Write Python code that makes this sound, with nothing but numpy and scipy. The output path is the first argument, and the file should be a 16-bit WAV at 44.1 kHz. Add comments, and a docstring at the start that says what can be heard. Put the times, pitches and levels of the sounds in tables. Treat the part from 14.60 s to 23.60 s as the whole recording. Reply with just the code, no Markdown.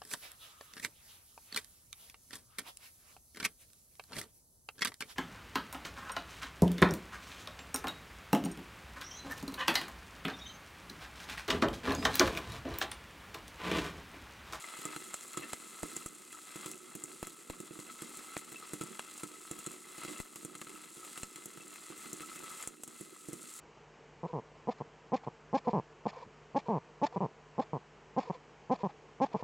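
"""In a small kitchen, popcorn pops in hot oil in a lidded pan, close to the microphone.
Moisture leaking from the kernels boils and fizzes in the oil: bursts of noise and small rings, swelling in waves.
Each pop cracks its hull (noise with a short ring), knocks the air under the lid and kicks the ringing pan.
Some let out a puff of steam, a pulse of pressure with a rush of noise; after each pop the neighbours
patter back down. Short reflections surround it all, and the loudest peaks are flattened."""
import sys
import numpy as np
from scipy import signal
from scipy.fft import rfft, irfft
from scipy.io import wavfile

SR = 44100
rng = np.random.default_rng(int(sys.argv[2]) if len(sys.argv) > 2 else 0)


def waveform_to_disk(signal):
    """Save audio, clipped to [-1, 1], as 16-bit WAV at the path in sys.argv[1]."""
    frames = np.transpose(np.atleast_2d(signal))
    scaled = np.clip(frames, -1, 1) * 32767
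    samples = np.round(scaled).astype(np.int16)
    wavfile.write(sys.argv[1], SR, samples)


N = 396900  # length in samples: 9 seconds


def from_db(db):
    """Turns decibels into a gain."""
    return 10 ** (np.asarray(db) / 20)


def rms_one(x):
    """Scales a sound to an average strength (rms) of 1."""
    return x / np.sqrt(np.mean(x ** 2) + 1e-20)


def add(track, s, sound):
    """Mixes a short sound into a track at time s, in seconds."""
    i = max(round(s * SR), 0)
    track[..., i:i + sound.shape[-1]] += sound[..., :N - i]


def cut(x, hz, kind, order=2):
    """Low-pass or high-pass filter."""
    sections = signal.butter(order, hz, kind, fs=SR, output="sos")
    return signal.sosfilt(sections, x + 1e-18)


def drift(rate):
    """A random wander around 0 with spread about 1: straight lines between random points, rate per second."""
    return np.interp(np.arange(N) / SR * rate, np.arange(N), rng.standard_normal(N))


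def colour(spectrum, resonances=(), size=4096):
    """Impulse response of a smooth spectrum with resonances on top, its energy as early as possible."""
    hz = np.maximum(np.arange(size // 2 + 1) * SR / size, 1)
    points = np.array(spectrum)
    gain = from_db(np.interp(np.log(hz), np.log(points[:, 0]), points[:, 1]))
    peaks = sum(from_db(db) ** 2 / (1 + (2 * (hz - f) / width) ** 2) for f, width, db in resonances)
    gain = gain * np.sqrt(1 + peaks)
    # folding the cepstrum forward gives the minimum-phase response
    cepstrum = irfft(np.log(gain))
    cepstrum[1:size // 2] *= 2
    cepstrum[size // 2 + 1:] = 0
    return irfft(np.exp(rfft(cepstrum)))


# How wide each pitch region spreads between the ears, before each sound's own width trim.
# Each row: frequency in Hz, level of the side signal against the middle in dB.
STEREO_WIDTH = [(100, 10), (500, -4), (800, -5), (1200, -9), (2700, -11.5), (4200, -99), (6400, -103),
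                (8000, -16.5), (10000, -2.5), (15000, 0.5)]


def radiate(pair, spectrum, resonances=(), side_db=0):
    """Colours a middle and a side signal, keeps the power of noise, and makes left and right of them."""
    response = colour(spectrum, resonances)
    response = response / np.linalg.norm(response)
    mid, side = signal.fftconvolve(pair, [response], axes=1)[:, :N]
    side = from_db(side_db) * signal.fftconvolve(side, colour(STEREO_WIDTH))[:N]
    return np.array([mid + side, mid - side])


# The oil's own simmer beneath the leaks.
# Each row: time in seconds, level in dB.
SIMMER_LEVEL = [(0, -55.5), (1.6, -60.5), (2.8, -61.5), (4.7, -59.5), (5.7, -62.5), (7.0, -60),
                (8.04, -59.5), (8.09, -63), (8.22, -67.5), (8.4, -58.5), (9.0, -78.5)]
# Kernels leaking moisture into the oil, more and more until the leak ends.
# Each row: end in seconds, length in seconds, boiling at the end in dB, fizzing at the end in dB.
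MOISTURE_LEAKS = [(0.362, .7, -51.5, -76), (0.84, 0.076, -51, -63), (0.926, 0.8, -56, -59),
                  (1.435, 0.61, -55, -53.5), (2.113, 0.42, -54.5, -53.5), (2.702, 0.57, -61, -58.5),
                  (3.787, 0.8, -55.5, -54.5), (4.404, 0.94, -58.5, -57.5), (4.603, 0.22, -59, -54.5),
                  (5.16, 0.4, -59, -55.5), (5.486, 0.14, -51, -56), (5.599, 0.39, -54, -51),
                  (5.83, 0.12, -62.5, -55), (6.246, 0.38, -61, -58.5), (6.614, 0.35, -58.5, -53),
                  (7.515, 0.33, -55, -54.5), (8.05, 0.59, -54, -51.5), (9.1, 0.58, -58, -51)]


def frying():
    """Gains of the boiling and the fizzing: a simmer plus leaks that swell and quickly die away."""
    simmer_fizz_db = 3.5  # the simmer's fizz against its boiling
    growth, release_s = 0.48, 0.023  # a leak grows as this power of its age; its dying time
    waver_db, waver_per_s = 0.17, 14
    t = np.arange(N) / SR
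    simmer_db = np.interp(t, *np.transpose(SIMMER_LEVEL))
    power = from_db([simmer_db, simmer_db + simmer_fizz_db]) ** 2
    for end, length, boil_db, fizz_db in MOISTURE_LEAKS:
        swell = np.clip(1 + (t - end) / length, 0, 1) ** growth
        flow = swell * np.exp(-np.clip((t - end) / release_s, 0, 20))
        power += (from_db([[boil_db], [fizz_db]]) * flow) ** 2
    return np.sqrt(power) * from_db(waver_db * drift(waver_per_s))


def grains(per_s, spread_db, clump_db, clump_rate, smooth_db):
    """Tiny clicks come in clumps, a few large among many small, over a wash of steady noise."""
    born = rng.random(N) < per_s / SR
    sizes = from_db(spread_db * np.minimum(rng.exponential(1, N), 5))
    clicks = rms_one(born * sizes * rng.choice([-1, 1], (2, N)))
    wash = from_db(smooth_db) * rng.standard_normal((2, N))
    return rms_one((clicks + wash) * from_db(clump_db * drift(clump_rate)))


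def spits(per_s, spread_db, burst_s):
    """Separate short bursts of noise at random times, each dying away, a few much louder than the rest."""
    born = rng.random(N) < per_s / SR
    sizes = born * from_db(spread_db * np.minimum(rng.exponential(1, N), 2.5))
    envelope = signal.lfilter([1], [1, -np.exp(-1 / (burst_s * SR))], sizes + 1e-18)
    return rms_one(envelope * rng.standard_normal((2, N)))


# Resonances of the air under the lid.
# Each row: frequency in Hz, width in Hz, strength over the direct sound in dB.
LID_AIR = [(1202, 95, 2), (1303.7, 45, 13), (2052, 71, 11.5), (2650, 140, 8), (3322, 36, 10.5),
           (4120, 61, 11), (4730, 22, 15.5), (5345, 24, 23)]


def bubbles(per_s, cycles, range_db, detune):
    """Bubbles burst and each pings one of three low resonances under the lid, most often the lowest of them."""
    lean_db = 4  # how strongly a bubble's place shifts it between the sides
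    t, out = np.arange(SR // 15) / SR, np.zeros((2, N))
    draws = rng.random((1000, 6))
    times = np.cumsum(-np.log(1 - draws[:, 0])) / per_s
    for s, (_, size, pick, shift, length, place) in zip(times, draws):
        if s >= (N - 1) / SR:
            break
        resonance_hz = LID_AIR[1 + int(3 * pick ** 2)][0]
        hz = resonance_hz * (1 + detune * (2 * shift - 1))
        t60 = cycles / hz * (.5 + length)  # seconds to fade by 60 dB
        ring = from_db(-range_db * size - 60 * t / t60) * np.sin(2 * np.pi * hz * t)
        sides = from_db(np.array([[1], [-1]]) * lean_db * (2 * place - 1.5))
        add(out, s, ring * sides)
    return rms_one(out)


# Tone of the boil, also used for the knocks under the lid.
# Each row: frequency in Hz, relative level in dB per Hz.
BOIL_TONE = [(150, -20.5), (450, -2.5), (800, -0.5), (1100, 3.5), (1700, 1), (2400, -1.5), (4000, -1),
             (5500, -18.5), (8000, -14.5), (16000, -107)]


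def boil(boiling):
    """Moisture simmers finely, sputters in small bursts and throws up separate bubbles."""
    simmer = from_db(-1) * grains(1200, spread_db=3.8, clump_db=1.8, clump_rate=60, smooth_db=-4)
    sputter = from_db(-2) * spits(per_s=60, spread_db=3.3, burst_s=.004)
    soft_sputter = cut(sputter, 1300, "low", order=1)
    blips = from_db(-7) * bubbles(per_s=45, cycles=70, range_db=10, detune=.025)
    return radiate(boiling * (simmer + soft_sputter), BOIL_TONE, LID_AIR) + boiling * blips


# Tone of the fizz.
# Each row: frequency in Hz, relative level in dB per Hz.
FIZZ_TONE = [(1000, -20), (4000, -5.5), (5500, -7.5), (6500, -2.5), (7300, 3.5), (8300, 2), (10000, -2.5),
             (12500, -11), (16000, -17.5)]


def fizz(fizzing):
    """Very many tiny bubbles burst in the oil and blur into a bright hiss."""
    fine = grains(3200, spread_db=3.6, clump_db=1.4, clump_rate=120, smooth_db=-3)
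    return radiate(fizzing * fine, FIZZ_TONE, side_db=-1.5)


# Tone of a spitting droplet.
# Each row: frequency in Hz, relative level in dB per Hz.
SPIT_TONE = [(1500, -18), (5000, -10), (7500, 0), (11000, 0), (16000, -9)]


def droplet_ticks(fizzing):
    """Single droplets spit in the oil, each a very short, bright burst of noise."""
    droplets = from_db(-14) * spits(per_s=55, spread_db=3.5, burst_s=.0005)
    return radiate(fizzing * droplets, SPIT_TONE, side_db=2.0)


def soft_kick():
    """The force of one soft blow on the pan: a quick rise and a slightly slower fall."""
    kick_s = 0.00039
    t = np.arange(SR // 100) / SR
    return t * np.exp(-t / kick_s)


# Ringing tones of the pan and lid.
# Each row: frequency in Hz, relative level in dB, time to fade by 60 dB in seconds.
PAN_TONES = [(139, -21.5, .13), (166, -13.5, .12), (207, -10.5, .13), (240, -5.5, .1), (304, -8.5, .21),
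             (330, 1.5, .042), (354, -4, .065), (381, -6, .065), (454, -15, .18)]


def pan_rings(force, vary_db):
    """A force makes every tone of the pan ring and fade; its drive may wander separately at each side."""
    out = 0
    for hz, db, t60 in PAN_TONES:
        r, w = from_db(-60 / (t60 * SR)), 2 * np.pi * hz / SR
        drive = force * from_db(db + vary_db * np.array([drift(13.0), drift(19)]))
        out = out + signal.lfilter([1, -r * np.cos(w)], [1, -2 * r * np.cos(w), r * r], drive + 1e-18)
    return out


# Bursting and landing kernels, all levels before the final mix.
# Each row: start in seconds, hull crack in dB, knock of the air under the lid in dB, thump of the pan in dB.
KERNEL_POPS = [(0.189, -50, -56.5, -45.5), (0.216, -49, -58, -63), (0.2533, -45, -49, -35.5),
               (0.3626, -50, -45, -39.5), (0.5412, -43.5, -47.5, -61), (.6793, -52, -67, -77),
               (0.7318, -52, -51, -75), (0.7726, -44, -42.5, -34), (0.795, -63, -56, -41.5),
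               (0.9315, -44, -43.5, -55), (1.2308, -45, -49.5, -30.5), (1.365, -43, -49, -41.5),
               (1.461, -44, -52, -48), (1.7273, -53.5, -53, -70), (1.9576, -49.5, -53, -39),
               (2.044, -64, -51, -64), (2.06, -43.5, -47.5, -39.5), (2.1148, -45.5, -59, -61),
               (2.352, -45, -54, -39), (2.4382, -45.5, -56, -44.5), (2.6283, -48.5, -47.5, -45),
               (2.67, -48.5, -50.5, -47), (2.8983, -48, -46.5, -39), (3.002, -51.5, -54.5, -38.5),
               (3.1085, -66, -61, -40), (3.173, -62, -62, -55), (3.19, -55, -54, -39.5),
               (3.2, -55, -55, -55), (3.4206, -48.5, -49.5, -39), (3.5712, -48, -64, -54),
               (3.7666, -53, -48, -40.5), (3.7763, -47.5, -55, -58), (3.919, -54, -52, -47),
               (3.928, -54, -59, -52), (4.1341, -46, -51, -33.5), (4.139, -49, -53, -54),
               (4.2113, -49, -45.5, -32.5), (4.219, -50, -48, -67), (4.2362, -50, -56, -39),
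               (4.3927, -51, -48, -89), (4.6337, -46.5, -47, -35.5), (4.9123, -45, -51, -38),
               (4.9895, -50, -56, -48), (5.063, -47.5, -50, -54), (5.07, -58, -56, -36.5),
               (5.381, -54, -50.5, -45), (5.4349, -52, -48, -47), (5.449, -54, -45.5, -40),
               (5.482, -58, -54, -41.5), (5.601, -47.5, -48, -57), (5.7585, -49, -50.5, -45.5),
               (5.849, -47.5, -57, -36.5), (5.952, -54, -50, -47), (6.015, -50.5, -44.5, -46.5),
               (6.069, -71, -53, -48), (6.0944, -60, -53, -64), (6.37, -62, -57, -49),
               (6.4486, -53, -54, -61), (6.576, -49, -45.5, -47), (6.632, -48, -46, -86),
               (6.7589, -48.5, -50.5, -50), (6.8579, -47, -58, -44.5), (6.974, -56, -54, -43.5),
               (7.08, -57, -72, -78), (7.1, -59, -72, -78), (7.139, -53, -63, -84),
               (7.1583, -55, -52.5, -85), (7.3023, -64, -55, -43.5), (7.377, -50.5, -71, -57),
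               (7.457, -57, -50, -49), (7.5306, -43.5, -60, -39), (7.606, -58, -47, -45),
               (7.619, -52, -50, -49.5), (7.759, -50, -52, -48), (7.8347, -55, -67, -48),
               (7.914, -54, -65, -56), (8.026, -49.5, -46.5, -63), (8.0743, -42.5, -54, -65),
               (8.235, -45.5, -60, -76), (8.277, -51.5, -57, -48.5), (8.4094, -51, -77, -40),
               (8.6859, -52, -58, -36), (8.731, -47, -64, -36.5)]


def jostling():
    """Gain of the kernels' patter: every thump stirs it up, then it settles."""
    rest_db, stirred_db = -63.5, -59  # at rest; the part added by a typical thump, at its peak
    typical_thump_db, follows = -40.5, 0.35  # a typical thump; dB of patter per dB of thump
    throw_s, settle_s = 0.02, 0.11  # rise and dying time of the patter
    t, power = np.arange(SR) / SR, np.full(N, from_db(rest_db) ** 2)
    stir = (1 - np.exp(-t / throw_s)) * np.exp(-t / settle_s)
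    stir = stir / stir.max()
    for s, crack_db, knock_db, thump_db in KERNEL_POPS:
        stir_db = stirred_db + follows * (thump_db - typical_thump_db)
        add(power, s, (from_db(stir_db) * stir) ** 2)
    return np.sqrt(power)


def patter():
    """Kernels thrown about by the pops land lightly and shake the pan with many small kicks."""
    apart = 0.23  # share of the side signal
    landings = grains(220, spread_db=1.5, clump_db=1.5, clump_rate=25, smooth_db=-7.5)
    mid, side = signal.fftconvolve(landings, [soft_kick()], axes=1)[:, :N]
    kicks = cut(np.array([mid + apart * side, mid - apart * side]), 175, "high", order=4)
    return jostling() * rms_one(pan_rings(kicks, vary_db=3.0))


# Clear pings of larger bubbles and of the air under the lid, before the slight lean to the left.
# Each row: start in seconds, frequency in Hz, peak in dB, time to fade by 60 dB in seconds.
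CLEAR_PINGS = [(0.041, 2075, -42, 0.071), (0.256, 1260, -36, 0.053), (0.363, 1314, -39, 0.058),
               (0.745, 1307, -42, 0.095), (0.774, 1290, -35.5, 0.046), (0.834, 1810, -45, 0.099),
               (0.833, 2680, -40, 0.064), (1.150, 1310, -47, 0.084), (1.463, 1297, -40.5, 0.051),
               (1.746, 1308, -44.5, .071), (2.135, 2640, -50, 0.065), (3.959, 2655, -40.5, 0.084),
               (4.025, 1266, -41.5, 0.059), (4.212, 1317, -42, 0.081), (4.852, 1296, -44, .06),
               (5.063, 1315, -43, 0.07), (5.416, 1280, -43, .06), (5.435, 1310, -51, .06),
               (6.151, 2700, -49, 0.054), (6.158, 1280, -46, 0.036), (6.429, 1286, -45.5, 0.099),
               (7.008, 2660, -48, 0.074), (7.324, 1190, -42, 0.027), (7.399, 2060, -49, .04),
               (7.633, 1310, -42, 0.077), (7.716, 1294, -41, 0.073), (7.837, 1310, -46, 0.084),
               (7.916, 1280, -42, .05)]


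def pings():
    """Larger bubbles and the knocked air under the lid ring: pure tones that fade quickly."""
    t, out = np.arange(SR // 10) / SR, np.zeros(N)
    for s, hz, db, t60 in CLEAR_PINGS:
        add(out, s, from_db(db - 60 * t / t60) * np.sin(2 * np.pi * hz * t))
    return out


def bursts(levels_db, tear_s, tail_db, tail_s, echo_db, echo_s):
    """Each pop is a very short burst of noise with a tail and an echo; levels are as rms over 10 ms."""
    t, out = np.arange(SR // 10) / SR, np.zeros((2, N))
    for row, db in zip(KERNEL_POPS, levels_db):
        tear = tear_s * from_db(2.5 * rng.standard_normal())  # no two pops are equally quick
        echo = from_db(echo_db) * np.exp(-np.abs(t - echo_s) / tear)
        shape = np.exp(-(t / tear) ** 2) + from_db(tail_db) * np.exp(-t / tail_s) + echo
        burst = shape * rng.standard_normal((2, len(t)))
        # the burst spans 100 ms, so its energy is moved to a 10 ms reference
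        add(out, row[0], from_db(db) * rms_one(burst) / np.sqrt(10))
    return out


def hull_rings(cracks, low_hz, high_hz, width_hz, ring_db):
    """Every hull is a different size and adds a brief ring of its own pitch to its crack."""
    out = cracks.copy()
    for row in KERNEL_POPS:
        hz = rng.uniform(low_hz, high_hz)
        i = round(row[0] * SR) - 10  # begin just before the crack
        b, a = signal.iirpeak(hz, hz / width_hz, fs=SR)
        add(out, i / SR, from_db(ring_db) * signal.lfilter(b, a, cracks[:, i:i + SR // 200]))
    return out


# Tone of a cracking hull.
# Each row: frequency in Hz, relative level in dB per Hz.
CRACK_TONE = [(1000, -6.5), (4000, -42), (5500, -2.5), (6500, 4.5), (7400, 11), (8500, 5), (10000, 1),
              (12500, -7), (16000, -12.5)]


def hull_cracks(fizzing):
    """Hulls tear with a bright crack and a ring; small bits of hull snap at random times too."""
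    levels_db = np.transpose(KERNEL_POPS)[1]
    snaps = from_db(-68) * rms_one(fizzing) * spits(per_s=5, spread_db=2.5, burst_s=0.0018)
    tears = bursts(levels_db, tear_s=0.00063, tail_db=-4.5, tail_s=0.012, echo_db=-13.5, echo_s=0.0081)
    cracks = radiate(snaps + tears, CRACK_TONE, side_db=-2.0)
    return hull_rings(cracks, low_hz=7600, high_hz=14500, width_hz=2600, ring_db=6.0)


def lid_knocks():
    """Each burst strikes the air under the lid, which rings at its resonances."""
    levels_db = np.transpose(KERNEL_POPS)[2]
    blows = bursts(levels_db, tear_s=0.002, tail_db=-7.5, tail_s=0.008, echo_db=-11, echo_s=0.009)
    return radiate(blows, BOIL_TONE, LID_AIR, side_db=-1.0)


def thumps(level_db):
    """Each kernel kicks the pan softly, then again more weakly a few milliseconds later, as a rebound."""
    rebound_s, rebound_db = .0062, -4.5  # typical wait for the second kick; its level against the first
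    force, kick = np.zeros(N), soft_kick()
    for s, crack_db, knock_db, thump_db in KERNEL_POPS:
        push = from_db(thump_db + level_db) * kick / kick.sum()
        add(force, s, push)
        add(force, s + rebound_s * rng.uniform(.95, 1.05), from_db(rebound_db) * push)
    return pan_rings(force, vary_db=0.0)


def place_pan(body, lag_s, pan_db):
    """Sets the pan to the right: the right side is a moment later but louder."""
    late = np.interp(np.arange(N) - lag_s * SR, np.arange(N), body[1])
    return np.array([body[0] * from_db(-pan_db), late * from_db(pan_db)])


# Pressure pulses of escaping steam, before a shared level trim and a random shift of the low edge.
# Each row: start in seconds, pulse peak in dB, low edge in Hz, high edge in Hz, left minus right in dB.
STEAM_PUFFS = [(0.5427, -32.5, 240, 1150, -6), (0.9336, -26.5, 100, 1260, -5), (1.233, -28, 16, 620, 2),
               (1.4609, -36, 18, 417, -6), (2.6290, -29.5, 10, 540, 1), (2.9006, -30, 11, 477, 1),
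               (3.7673, -21.5, 270, 1150, 0), (4.3944, -26.5, 960, 1040, -2), (4.9125, -37, 45, 610, -3),
               (5.602, -38, 10, 350, 21), (6.0165, -39, 420, 1310, 0), (6.6331, -35, 16, 367, -5),
               (8.0745, -36, 14, 550, -1), (8.2354, -39.5, 74, 1230, -3)]


def puffs(level_db, rush_db, rush_s, rush_hz):
    """Steam leaves in one pulse of pressure with a turbulent rush, followed by a slower suction."""
    t, out = np.arange(SR // 10) / SR, np.zeros((2, N))
    for s, db, low_hz, high_hz, pan_db in STEAM_PUFFS:
        push = cut(signal.unit_impulse(len(t)), high_hz, "low")
        # each side gets its own low edge
        pulse = np.array([cut(push, low_hz * from_db(rng.normal(0, 2.9)), "high", order=1)
                          for side in range(2)])
        noise = cut(cut(rng.standard_normal(len(t)), rush_hz, "low"), 620, "high")
        rush = rms_one(noise) * np.exp(-t / rush_s)
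        # the faster the pulse, the more turbulence comes with it
        sound = pulse / pulse.max() + from_db(rush_db) * high_hz / rush_hz * rush
        sides_db = np.array([[pan_db], [-pan_db]]) / 2
        add(out, s, from_db(db + level_db + sides_db) * sound)
    return out


def kitchen(x, wet_db, wall_hz, delay_s):
    """The small room adds a short tail of blurred reflections, different at each side."""
    t60 = 0.1  # seconds for the tail to fade by 60 dB
    t = np.arange(SR // 2) / SR
    noise = cut(rng.standard_normal((2, len(t))), wall_hz, "low", order=1)
    tail = noise * from_db(-60 * t / t60) * (t > delay_s)
    tail *= from_db(wet_db) * np.sqrt(wall_hz / SR) / np.linalg.norm(tail, axis=1, keepdims=True)
    return x + signal.fftconvolve(x, tail, axes=1)[:, :N]


def scene():
    """Pops over the boiling and fizzing, all in the kitchen."""
    boiling, fizzing = frying()
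    oil = fizz(fizzing) + droplet_ticks(fizzing)
    # what sounds under the lid leans slightly to the left
    under_lid = (boil(boiling) + pings() + lid_knocks()) * from_db([[1.2], [-1.2]])
    pan = place_pan(patter() + thumps(level_db=-3.5), lag_s=0.00032, pan_db=3.0)
    cracks = hull_cracks(fizzing)
    steam = puffs(level_db=3.5, rush_db=1.5, rush_s=0.00099, rush_hz=2780)
    return kitchen(oil + under_lid + pan + cracks + steam, wet_db=-22.5, wall_hz=3160, delay_s=0.0055)


def record(dry):
    """Peaks are flattened at a low ceiling and everything above 16 kHz is cut."""
    ceiling = .055
    held = dry / (1 + (dry / ceiling) ** 6) ** (1 / 6)
    return signal.sosfilt(signal.ellip(10, .1, 70, 16000, fs=SR, output="sos"), held)


dry = scene()
out = record(dry)
waveform_to_disk(out)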